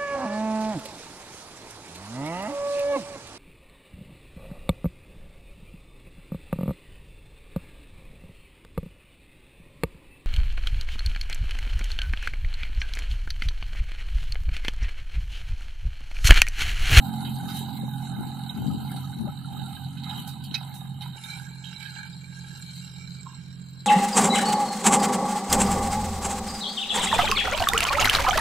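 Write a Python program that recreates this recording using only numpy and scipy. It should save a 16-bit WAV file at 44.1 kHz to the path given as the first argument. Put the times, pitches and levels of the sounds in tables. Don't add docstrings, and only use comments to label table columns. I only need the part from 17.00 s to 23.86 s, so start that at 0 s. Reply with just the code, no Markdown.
import sys
import numpy as np
from scipy import signal
from scipy.fft import rfft, irfft
from scipy.io import wavfile
from scipy.ndimage import uniform_filter1d

SR = 44100
rng = np.random.default_rng(int(sys.argv[2]) if len(sys.argv) > 2 else 0)


def boost(x):
    u = np.asarray(x, float) / 20
    return 10 ** u


def store_pcm(level_fs):
    pcm = np.round(np.clip(level_fs, -1, 1) * 32767).astype(np.int16)
    wavfile.write(sys.argv[1], SR, np.atleast_2d(pcm).T)


N = 302526
CUT_S = 4.16


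def rms_one(x):
    return x / np.sqrt(np.mean(x ** 2) + 1e-20)


def in_time(rows):
    s, *columns = np.transpose(rows)
    return [np.interp(np.arange(N) / SR, s, column) for column in columns]


def panned(left_minus_right_db):
    left = boost(left_minus_right_db)
    return 2 * np.array([left, np.ones_like(left)]) / (1 + left)


def either_view(behind, side):
    return np.where(np.arange(N) < CUT_S * SR, behind, side)


def drift(rate_hz):
    r = np.exp(-80 * np.pi * rate_hz / SR)
    slow = signal.lfilter([1], [1, -2 * r, r * r], rng.standard_normal(N // 40 + 2002))[2000:]
    return np.interp(np.arange(N) / 40, np.arange(len(slow)), rms_one(slow))


def coloured(spectrum, channels, gate=1):
    hz, db = np.transpose(spectrum)
    shape = boost(np.interp(np.log(np.fft.rfftfreq(N, 1 / SR) + 1), np.log(hz), db))
    noise = gate * rng.standard_normal((channels, N))
    return rms_one(irfft(rfft(noise) * shape, N))


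def pair(alike):
    shared, own_left, own_right = rng.standard_normal((3, N))
    return np.sqrt(alike) * shared + np.sqrt(1 - alike) * np.array([own_left, own_right])


def resonant(x, modes, patchy_db):
    out = 0
    for k, (hz, width_hz, db, pan_db) in enumerate(modes):
        r = np.exp(-np.pi * 1.55 * width_hz / SR)
        section = [(1 - r * r) / 2, 0, (r * r - 1) / 2, 1, -2 * r * np.cos(2 * np.pi * hz / SR), r * r]
        gain = panned(pan_db)[:, None] * boost(db + patchy_db * drift(8.0)[:x.shape[1]])
        out = out + (-1) ** k * gain * signal.sosfilt([section, section], x)
    return out


def body(drive, views, patchy_db):
    cut = round(CUT_S * SR)
    heard = []
    for part, modes in zip((drive[:, :cut], drive[:, cut:]), views):
        ringing = resonant(part, modes, patchy_db)
        heard.append(ringing / np.std(ringing.mean(axis=0)))
    return np.hstack(heard)


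def firing_gate(turns, depth, sharpness, uneven_db):
    count = turns.astype(int)
    cylinder_db = np.array([0., -1.5, -3.])[count % 3]
    strength = boost(cylinder_db + uneven_db * rng.standard_normal(count.max() + 1)[count])
    return 1 - depth + depth * strength * np.exp(-sharpness * (turns % 1))


def struck(noise, gate, turns, knock_db):
    return gate * (noise + boost(knock_db) * np.diff(np.floor(turns), prepend=0))


def grit(per_s, size_db):
    sizes = boost(size_db * np.minimum(rng.exponential(1, N), 4))
    hits = (rng.random(N) < per_s / SR) * sizes
    r = np.exp(-1 / (0.0027 * SR))
    return 1 + .5 * signal.lfilter([1], [1, -r], hits)


# t/s, half length/s, surge level/dB, colour (-1 shakes pipe and frame, 1 sprays soil)
BITES = [(.12, 0.42, 4.7, 0.062), (.46, 0.13, 4.1, -0.74), (0.571, 0.11, 8.8, 0.76),
         (1.04, 0.29, 3.2, -0.2), (1.25, 0.24, 3.9, -0.59), (1.458, 0.15, 2.8, -0.43),
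         (1.7, 0.21, 5.1, -0.064), (1.92, 0.17, 5.7, -0.21), (2.1, 0.18, 3.5, -0.076),
         (2.3, .08, 4.2, -0.87), (2.618, 0.18, 7.4, -0.16), (2.763, 0.15, 4.4, 0.78),
         (3.12, 0.14, 7, -0.75), (3.202, 0.16, 8.5, 0.31), (3.54, 0.086, 3, 0.3), (3.66, .15, 7.5, -0.031),
         (3.85, 0.12, 2.2, 0.21), (4.169, 0.041, 4.2, 0.17), (4.324, 0.2, 13.2, -0.047),
         (4.849, 0.29, 8.2, 0.15), (5.004, 0.16, 4.9, -0.83), (5.47, 0.18, 6.8, -0.13),
         (5.62, 0.15, 4.2, 0.84), (5.76, 0.14, 5, 1), (6.0, 0.22, 5.7, -0.25), (6.3, 0.28, 4.2, -0.077),
         (5.36, 0.052, 3.1, 0.39), (6.62, .3, -2.5, 1), (.72, .1, 3.5, -0.63), (4.05, 0.075, 6, -0.66),
         (3.35, .08, 3.8, -1.3), (5.85, 0.18, 2.5, 0.88)]
PARTS = {"pipe": (-46, -3.0, -60, -7, 0.94, -0.82), "frame": (-59, -1.41, -59, -2.5, 1.07, -0.5),
         "blades": (-54.5, -0.46, -57, 0.15, 0.7762, 0.44), "soil": (-53, -2.3, -60.5, -3.5, 0.88, 0.94)}


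def part_db(name):
    rear_db, rear_fade, side_db, side_fade, share, lean = PARTS[name]
    t = np.arange(0, N + 64, 64) / SR
    s, half, surge_db, colour = np.transpose(BITES)[:, :, None]
    swell = np.maximum(1 - abs(t - s) / half, 0)
    surge = (surge_db * (1 + lean * colour) * swell).sum(axis=0)
    now = np.arange(N) / SR
    steady_db = either_view(rear_db + rear_fade * now, side_db + side_fade * (now - CUT_S))
    return steady_db + share * np.interp(now, t, surge)


# f/firing rate, rear level/dB, side level/dB
HARMONICS = [(0.752, -25.5, -28.5), (1.998, -11, -17), (4, -7.5, -7), (3, 1.5, -2.5), (5, -1, 8),
             (6.001, -6.5, -2), (7, -23.5, -6), (3.667, -21, -12.5), (1.667, -27.5, -23.5)]
# f/Hz, level/dB per Hz
RUMBLE = [
    [(20, -40), (40, -28), (65, -14), (100, -1), (160, 10), (210, 2), (280, -12), (400, -24), (700, -39.5)],
    [(20, -36), (40, -33), (65, -11), (100, -11.5), (165, 4.5), (200, -8.5), (250, -20.5), (400, -24),
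     (700, -37.5)],
]
# t/s, level/dB, relative level/dB of harmonics above the fourth (fade with distance)
DRONE = [
    [(0, -36, 1), (.75, -36.5, 0), (1.25, -38, -3.5), (1.75, -36.5, -3), (2.25, -38, -8.5), (2.75, -39, -7),
     (3.2, -38.5, -5.5), (3.6, -41, -12), (4.15, -39.5, -18)],
    [(4.17, -44, -25), (4.4, -37.5, -25.5), (4.75, -42, -26), (5.25, -39, -29), (5.75, -39, -32),
     (6.24, -38, -27.5), (6.31, -42, -23), (6.39, -39, -25), (6.86, -38.5, -27.5)],
]


def drone(turns):
    drone_db, upper_db = in_time(sum(DRONE, []))
    turns = turns + .015 * drift(4.8)
    tones = 0
    for k, behind_db, side_db in HARMONICS:
        flicker_db = either_view(2.43, .7 + 2.2 * (k % 2 != 1)) * drift(7.2)
        level_db = either_view(behind_db, side_db) + (k > 4.5) * upper_db + flicker_db
        tones = tones + boost(level_db) * np.cos(2 * np.pi * k * turns + 0.34 * (k - 3) ** 2)
    throb = firing_gate(turns, 0.83, 4.1, 0.91)
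    mid, side = either_view(*[coloured(view, channels=2, gate=throb) for view in RUMBLE])
    rumble = boost(either_view(-3, -10)) * (mid + 0.48 * side * [[1], [-1]])
    tones = panned(either_view(-5.5, -6.0)) * 1.06 * tones
    rumble = panned(either_view(-1.5, -4.5)) * rumble
    return boost(drone_db) * (tones + rumble)


# f/Hz, width/Hz, level/dB, left minus right/dB
PIPE = [
    [(809, 64.4, 0, -8.5)],
    [(850, 76, 20, -15.5), (920, 86, -13, 7)],
]


def pipe(turns):
    gate = firing_gate(turns, .55, 4, 2.5)
    return boost(part_db("pipe")) * body(struck(pair(.98), gate, turns, knock_db=24), PIPE, patchy_db=2)


# f/Hz, width/Hz, level/dB, left minus right/dB
FRAME = [
    [(956, 54, 3, -6), (1015, 58, -2, -7), (1207, 42, -3.5, -6), (1300, 61, -1.5, -12), (1400, 56, -5, -11),
     (1510, 63, 0.5, -6), (1645, 99, -4, -8), (2114, 145, -7, 2.5), (2571, 40, -8, 3)],
    [(1341, 40, -9.5, -9), (1470, 50, -8, -8), (1612, 74, -1, -21), (2253, 240, -14.5, -4),
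     (2322, 55, 1.5, -14), (2796, 67, -6.5, -5.5)],
]


def frame(turns, grains):
    gate = firing_gate(turns, .5, 2.5, 4) * grains ** .7
    shaken = body(struck(pair(.45), gate, turns, knock_db=10), FRAME, patchy_db=4.2)
    return boost(part_db("frame") + 2.5) * shaken


# f/Hz, width/Hz, level/dB, left minus right/dB
BLADES = [
    [(3100, 214, -10, -5), (3764, 77, -1, -16), (3858, 447, -6.5, -4), (4940, 120, -45, -25),
     (7585, 153, -15.5, -12)],
    [(3250, 220, -12.5, -4.5), (3730, 51, -7, -2), (3954, 500, -4, -7.5), (4101, 312, 0.5, 2.5),
     (4810, 200, -11, -1.5), (5200, 350, -19, -4), (5573, 140, -10, -10), (6550, 600, -17, -4),
     (7550, 300, -5, -14)],
]


def blades(turns, grains):
    drive = pair(.8) * firing_gate(turns, .45, 3, 2.5) * grains
    return boost(part_db("blades") + 3.5) * body(drive, BLADES, patchy_db=2.3)


# f/Hz, width/Hz, level/dB, left minus right/dB
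SOIL = [
    [(6270, 1700, -6, 3), (7690, 670, 0, -7.5), (9220, 1350, -1.5, 8), (11460, 1100, -3, 7.5),
     (13430, 1550, 0, -0.5)],
    [(6290, 1200, 1.5, 2), (8400, 330, 1.5, -10.5), (9400, 1400, -1.5, 27), (11320, 600, -3.5, 6),
     (12600, 1500, -6.5, -1), (14200, 370, -16, 11)],
]


def soil(turns, grains):
    drive = pair(0.15) * firing_gate(turns, 0.52, 7.0, 3.7) * grains ** 0.36
    return boost(part_db("soil")) * body(drive, SOIL, patchy_db=3.0)


# f/Hz, width/Hz, level/dB, left minus right/dB
CRACK_BODY = [(1564, 290, -18, -1.5), (2137, 163, -15, -1), (2528, 130, -10.5, 6), (3096, 240, -2.5, 1),
              (3810, 153, 3, -2.5), (4260, 310, -8, 1), (4790, 430, -11.5, 1.5), (5700, 410, -21, 0),
              (1400, 78, -24, 0)]


def clatter():
    clods = rms_one(resonant(pair(.7) * grit(per_s=250., size_db=3.5), CRACK_BODY, patchy_db=3))
    blade_db = part_db("blades")
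    return boost(blade_db + .8 * (blade_db + 42.5)) * clods


# t/s, firing rate/Hz
FIRING = [(0, 43.9), (.4, 44.1), (.7, 43.7), (1.7, 43.8), (2.1, 44.4), (3.4, 44.5), (4.0, 44.4),
          (4.17, 43.8), (4.6, 44.2), (6.86, 44.0)]


def machine():
    (firing_hz,) = in_time(FIRING)
    turns = np.cumsum(firing_hz) / SR
    grains = grit(per_s=90., size_db=2.5)
    engine = drone(turns) + pipe(turns) + frame(turns, grains)
    return engine + blades(turns, grains) + soil(turns, grains) + clatter()


def air():
    return boost(-65.5) * coloured([(20, -36), (1000, 20.0), (5000, 7.5), (16000, -52)], channels=2)


# t/s, peak level/dB, left minus right/dB, time to die by 20 dB/s
GUSTS = [(.06, -47, -6, 0.3), (.25, -45.5, 14, 0.17), (.46, -44.5, 13, 0.14), (.63, -49, -22, 0.13),
         (0.842, -38, 12, .06), (.74, -45, -7, 0.04), (1.2, -39.5, 4, 0.2), (1.49, -55, 12, 0),
         (1.59, -45, 24, 0.14), (1.68, -34.5, 32, 0.16), (1.725, -39, -8, 0.02), (1.8, -42, -9, 0.13),
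         (1.95, -39, 12, 0.07), (2.21, -37, 26, 0.1), (2.25, -49, 12, 0.08), (2.29, -35, -1, 0.0052),
         (2.54, -51, 10, 0.2), (2.59, -46, -5, 0.12), (2.86, -49, 2, 0), (3.19, -42.5, 4, 0.06),
         (3.34, -64, 4, 0.3), (3.519, -44, 11, 0.05), (3.67, -63, -2, 0.46)]
# f/Hz, level/dB per Hz
BUFFET = [(25, -47), (55, -25.5), (120, -4.5), (220, -0.5), (330, -15), (500, -31), (650, -35),
          (800, -23.5), (1500, -68)]
GUST_RISE_SHARE, BREEZE_DB, BREEZE_PAN_DB = 0.67, -67.5, -5.5


def wind():
    t = np.arange(0, N + 64, 64) / SR
    level = boost(BREEZE_DB) * panned(BREEZE_PAN_DB)[:, None]
    for s, db, pan_db, die_s in GUSTS:
        away = np.maximum(t - s, (s - t) / GUST_RISE_SHARE) / die_s
        level = level + panned(pan_db)[:, None] * boost(db - 20 * away)
    level = np.array([np.interp(np.arange(N) / SR, t, port) for port in level])
    lumps = boost(2.2 * np.array([drift(25), drift(25)]))
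    return boost(7.0) * level * lumps * coloured(BUFFET, channels=2)


def rung(rows, share_db=0, pan_db=-8):
    out, t = np.zeros((2, N + SR)), np.arange(SR // 5) / SR
    rise_s = 0.0011
    for s, db, hz, t60 in rows:
        at = round(s * SR)
        envelope = boost(db + share_db - 60 * t / max(t60, .01)) * np.minimum(t / rise_s, 1)
        out[:, at:at + len(t)] += panned(pan_db)[:, None] * envelope * np.sin(2 * np.pi * hz * t)
    return out[:, :N] * boost(2 * drift(120))


# t/s, peak level/dB, f/Hz, t60/s
BARKS = [(0.031, -37, 793, 0.07), (0.099, -35, 815, 0.077), (0.196, -34, 824, 0.07), (0.28, -32, 854, 0.09),
         (0.349, -35, 800, 0.077), (0.439, -34, 780, 0.061), (0.485, -39, 790, 0.076),
         (0.69, -38, 775, 0.064), (0.789, -31, 790, 0.07), (0.88, -31.5, 830, 0.12),
         (1.037, -37.5, 786, 0.077), (1.128, -35, 814, 0.07), (1.37, -32, 781, 0.07),
         (1.398, -46, 802, 0.053), (1.512, -37, 789, 0.07), (1.649, -33, 810, 0.081),
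         (1.739, -35, 824, 0.063), (1.876, -39, 832, 0.07), (1.944, -33, 750, 0.07),
         (2.107, -43, 790, 0.07), (2.868, -37, 805, 0.07), (3.122, -37, 848, 0.06), (3.276, -31, 816, 0.09),
         (3.544, -35, 837, 0.087), (3.612, -35, 780, 0.07), (3.769, -46, 970, 0.063),
         (3.815, -35, 794, 0.083), (4.017, -36, 834, 0.07)]


def barks():
    return rung(BARKS, share_db=-5)


# t/s, peak level/dB, f/Hz, t60/s
RATTLES = [(0.0593, -40.5, 1450, 0.08), (0.399, -38.5, 1510, 0.09), (0.491, -36, 1496, 0.098),
           (0.9926, -46, 1440, 0.09), (1.07, -44, 1510, 0.11), (1.2151, -42, 1380, 0.09),
           (1.5614, -46, 1350, 0.09), (1.7005, -40, 1270, 0.084), (1.8367, -51, 1470, 0.072),
           (1.907, -45, 1360, 0.09), (1.9729, -41, 1360, 0.09), (2.0396, -37.5, 1270, 0.09),
           (2.1288, -44, 1510, 0.07), (2.2897, -43, 1300, 0.1), (2.445, -40, 1380, 0.068),
           (2.5661, -44, 1270, 0.09), (2.651, -43, 1380, 0.09), (2.7686, -42, 1600, 0.096),
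           (2.9682, -44, 1520, 0.09), (3.0634, -41, 1280, 0.09), (3.2819, -46, 1580, 0.09),
           (3.54, -46, 1380, 0.1)]


def rattles():
    return rung(RATTLES, share_db=-2.5)


# t/s, peak level/dB, f/Hz, t60/s
PINGS = [(0.1755, -40, 3920, 0.046), (0.3495, -37, 8420, .04), (0.4409, -40, 3850, .04),
         (0.691, -37, 820, .08), (0.8116, -34, 3790, .03), (0.9363, -35, 3730, .05),
         (1.4915, -31.5, 3780, 0.059), (1.6287, -39.5, 3960, .05), (1.8766, -42, 3870, .05),
         (2.0453, -38, 3820, .05), (2.1365, -38, 3940, 0.044), (2.3745, -37.5, 3870, .03),
         (2.6284, -40, 4010, .05), (2.8469, -35, 4020, .03), (3.1462, -39, 3840, .06),
         (3.1931, -38, 3780, .06), (3.5114, -30.5, 3140, .025), (3.5114, -28, 3920, .025),
         (3.5425, -17, 4170, 0.024), (3.5425, -33, 5770, 0.052), (3.5425, -29, 2170, 0.039),
         (3.546, -42, 1400, 0.056), (3.548, -20, 3828, 0.039), (3.556, -30, 2570, 0.069),
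         (3.567, -33, 2570, 0.055), (.833, -37, 540, 0.048), (2.272, -35, 600, 0.083),
         (.605, -41, 403, 0.075), (3.611, -38, 856, 0.028), (4.0088, -31, 3890, .06),
         (4.158, -40, 1550, 0.048), (4.1804, -40, 3850, .03), (4.1804, -39, 2950, .04),
         (4.2378, -31.5, 3700, .1), (4.3011, -30.5, 4040, .06), (4.3854, -35, 3770, 0.045),
         (4.728, -39, 1550, 0.036), (4.762, -29.5, 4040, .06), (4.769, -33, 3800, 0.046),
         (4.9521, -35, 3990, .04), (4.957, -44, 2790, .08), (5.066, -43, 5660, 0.068),
         (5.1287, -39, 3800, 0.079), (5.1287, -46, 4850, .1), (6.0746, -38, 4050, 0.043),
         (6.2791, -38, 4050, .04)]


def pings():
    return rung(PINGS)


# t/s, peak level/dB, t60/s, treble share/dB
CRACKS = [(0.2473, -27, 0.18, -13.5), (0.3574, -38, 0.035, 7.5), (0.4409, -42, 0.058, -14),
          (0.4826, -27.5, 0.39, -9), (0.568, -33.5, 0.077, 4), (0.691, -44, 0.1, -5), (1.287, -44, 0.08, 4),
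          (1.492, -30, 0.11, -10), (1.672, -34, 0.073, -12), (1.8766, -52, 0.11, -13),
          (1.9623, -28, 0.078, -6.5), (2.275, -44, 0.19, -17), (2.3753, -49, 0.024, -30),
          (2.972, -29.5, 0.13, -29), (3.034, -27, 0.26, -11.5), (3.0945, -23.5, 0.066, -13.5),
          (3.2755, -31, 0.17, 2), (3.4384, -32.5, 0.15, 1.5), (3.512, -34, 0.16, -20),
          (3.5417, -14, 0.091, -16), (3.74, -40, 0.34, 6.5), (4.0088, -32, 0.2, -15),
          (4.0179, -27, 0.17, -11), (4.2378, -35, 0.24, 0), (4.728, -31, 0.087, -15),
          (4.796, -31, 0.19, -14), (4.828, -32, 0.13, -14), (4.852, -31, 0.11, -18), (4.64, -32, 0.32, -18),
          (4.9521, -40, 0.06, -15), (5.062, -34, 0.08, -9), (5.758, -34.5, 0.11, -3)]
# left minus right/dB, and dB per dB of treble share
CRACK_PAN = [(-5, 0.16), (-5, 0.4)]


def cracks():
    low, high, click = np.zeros((3, 2, N))
    t = np.arange(SR // 3) / SR
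    for s, db, t60, treble_db in CRACKS:
        at = round(s * SR)
        centre_db, lean = CRACK_PAN[int(s > CUT_S)]
        blow = boost(db - 60 * t / max(t60, .01))
        tail = boost(db - 15.5 - 14.5 * t / max(t60, .01))
        burst = panned(centre_db + lean * treble_db)[:, None] * (blow + tail)
        low[:, at:at + len(t)] += burst
        high[:, at:at + len(t)] += burst * boost(treble_db)
        click[:, at] = 4.0 * burst[:, 0]
    ragged = boost(0.57 * drift(140))
    thud = resonant(pair(.85) * low * ragged + click + 1e-18, CRACK_BODY, patchy_db=3.5)
    bright = signal.butter(2, [5500, 14500], "band", fs=SR, output="sos")
    spray = signal.sosfilt(bright, pair(0.85) * high * ragged)
    return boost(1.5) * thud + boost(-9.5) * spray


# t/s, peak level/dB, f/Hz, t60/s
SLAPS = [(0.466, -29, 221, 0.07), (0.688, -29, 221, 0.07), (0.832, -26, 207, 0.07), (1.21, -29, 256, 0.07),
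         (1.374, -31, 221, 0.07), (1.589, -28, 258, 0.07), (1.645, -21, 199, 0.07), (1.676, -23, 234, 0.07),
         (1.716, -23, 210, 0.07), (1.762, -23, 213, 0.07), (2.152, -30, 199, 0.07), (2.188, -29, 172, 0.07),
         (2.529, -31, 205, 0.07), (2.642, -29, 172, 0.07)]


def slaps():
    return rung(SLAPS, share_db=-9, pan_db=4)


# t/s, peak level/dB, rise/s, t60/s, top f/Hz
CRASHES = [
    (3.5425, -31, .001, .13, 6300),
    (.49, -46, .01, .3, 4200),
    (.545, -47, .02, .25, 4800),
    (4.8, -45, .03, .3, 3500),
    (4.953, -43, .001, .07, 4500),
]


def crashes():
    out, t, noise = np.zeros((2, N)), np.arange(SR // 3) / SR, pair(.7)
    for s, db, rise, t60, top_hz in CRASHES:
        at = round(s * SR)
        band = signal.butter(4, [1600, top_hz], "band", fs=SR, output="sos")
        envelope = boost(db + 6 - 60 * t / t60) * np.minimum(t / rise, 1)
        out[:, at:at + len(t)] += signal.sosfilt(band, noise[:, at:at + len(t)]) * envelope
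    return panned(-8)[:, None] * out


# t/s, level/dB, half length/s, tick share, lowest f/Hz
FIZZ = [
    (6.706, -58, .045, 4.0, 13200),
    (4.45, -60, .06, .3, 13200),
    (5.8, -54, .2, .1, 9400),
]


def fizz():
    out, noise = 0, pair(.5)
    for s, db, half, tick, low_hz in FIZZ:
        away = abs(np.arange(N) / SR - s)
        band = signal.butter(3, [low_hz, low_hz + 2400], "band", fs=SR, output="sos")
        envelope = np.exp(-(away / half) ** 2) + tick * np.exp(-away / .003)
        out = out + boost(db) * signal.sosfilt(band, noise) * envelope
    return out


# t/s, peak level/dB, left minus right/dB
KNOCKS = [
    (6.2585, -47, -6.5),
    (6.265, -39.5, -7),
    (6.279, -52, -6.5),
    (6.29, -50, -9),
    (6.307, -53, -6.5),
    (6.326, -52, -6.5),
    (6.336, -54, -8),
]
# f/Hz, level/dB, t60/s
KNOCK_MODES = [(1040, 13, 0.039), (920, 4, 0.05), (1355, -2, 0.036)]


def knocks():
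    out = np.zeros((2, N))
    for s, db, pan_db in KNOCKS:
        t = np.maximum(np.arange(N) / SR - s, 0)
        ring = 0
        for hz, mode_db, t60 in KNOCK_MODES:
            ring = ring + boost(mode_db - 60 * t / t60) * np.sin(2 * np.pi * hz * t)
        soft_contact = np.minimum(t / 0.0041, 1) ** 2
        out += panned(pan_db)[:, None] * boost(db) * ring * soft_contact
    return out


def scene():
    blows = barks() + rattles() + pings() + cracks() + slaps() + crashes() + fizz() + knocks()
    return machine() + air() + wind() + blows


# f/Hz, level/dB under the neighbours
MASK_MARGIN = [(1700, 26), (2800, 17), (3600, 11), (4500, 8), (5300, 3), (6800, 3.5), (8500, 3.5),
               (10000, 5), (13000, 5)]
# f/Hz, level/dB per line
HEARING_LIMIT = [(2000, -106), (5000, -98), (8000, -96), (12000, -95), (14000, -90), (15500, -80)]


def mute_masked(x, spread_db, luck_db):
    frames = dict(nperseg=2048, noverlap=1024, window="cosine")
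    z = signal.stft(x, **frames)[2]
    power = (abs(z[:, :-1]) ** 2).reshape(2, 128, 8, -1).mean(axis=2)
    hz = (np.arange(128)[:, None] + .5) * SR / 256
    skirt = boost(-2 * spread_db * abs(np.arange(-20, 21)))[None, :, None]
    both = uniform_filter1d(.3 * power + .7 * power.max(axis=0), size=3)
    around = signal.fftconvolve(both, skirt / skirt.sum(), mode="same", axes=1)
    masked = around * boost(-2 * np.interp(hz, *np.transpose(MASK_MARGIN)))
    audible = boost(2 * np.interp(hz, *np.transpose(HEARING_LIMIT)))
    limit = (masked + audible) * (hz > 1700)
    treble = power[:, 10:].sum(axis=(0, 1))
    loud_blow = (treble > 15 * np.median(treble)) & (hz < 7000)
    limit = limit * np.where(loud_blow, .1, 1)
    luck = boost(2 * luck_db * rms_one(uniform_filter1d(rng.standard_normal(power.shape), size=8)))
    lasting = uniform_filter1d(power, size=3)
    z[:, :-1] *= np.repeat(np.maximum(lasting, power / 2) * luck > limit, 8, axis=1)
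    z[:, :-1] *= abs(z[:, :-1]) ** 2 > np.repeat(limit, 8, axis=1)
    return signal.istft(z, **frames)[1][:, :N]


def roll_off(x):
    return signal.sosfilt(signal.butter(12, 15590, fs=SR, output="sos"), x)


def record(dry):
    notch_hz, width_hz = 3546, 183
    ported = signal.lfilter(*signal.iirnotch(notch_hz, notch_hz / width_hz, fs=SR), dry)
    mix = mute_masked(ported, spread_db=1.5, luck_db=7)
    return roll_off(mix)


dry = scene()
out = record(dry)
store_pcm(out)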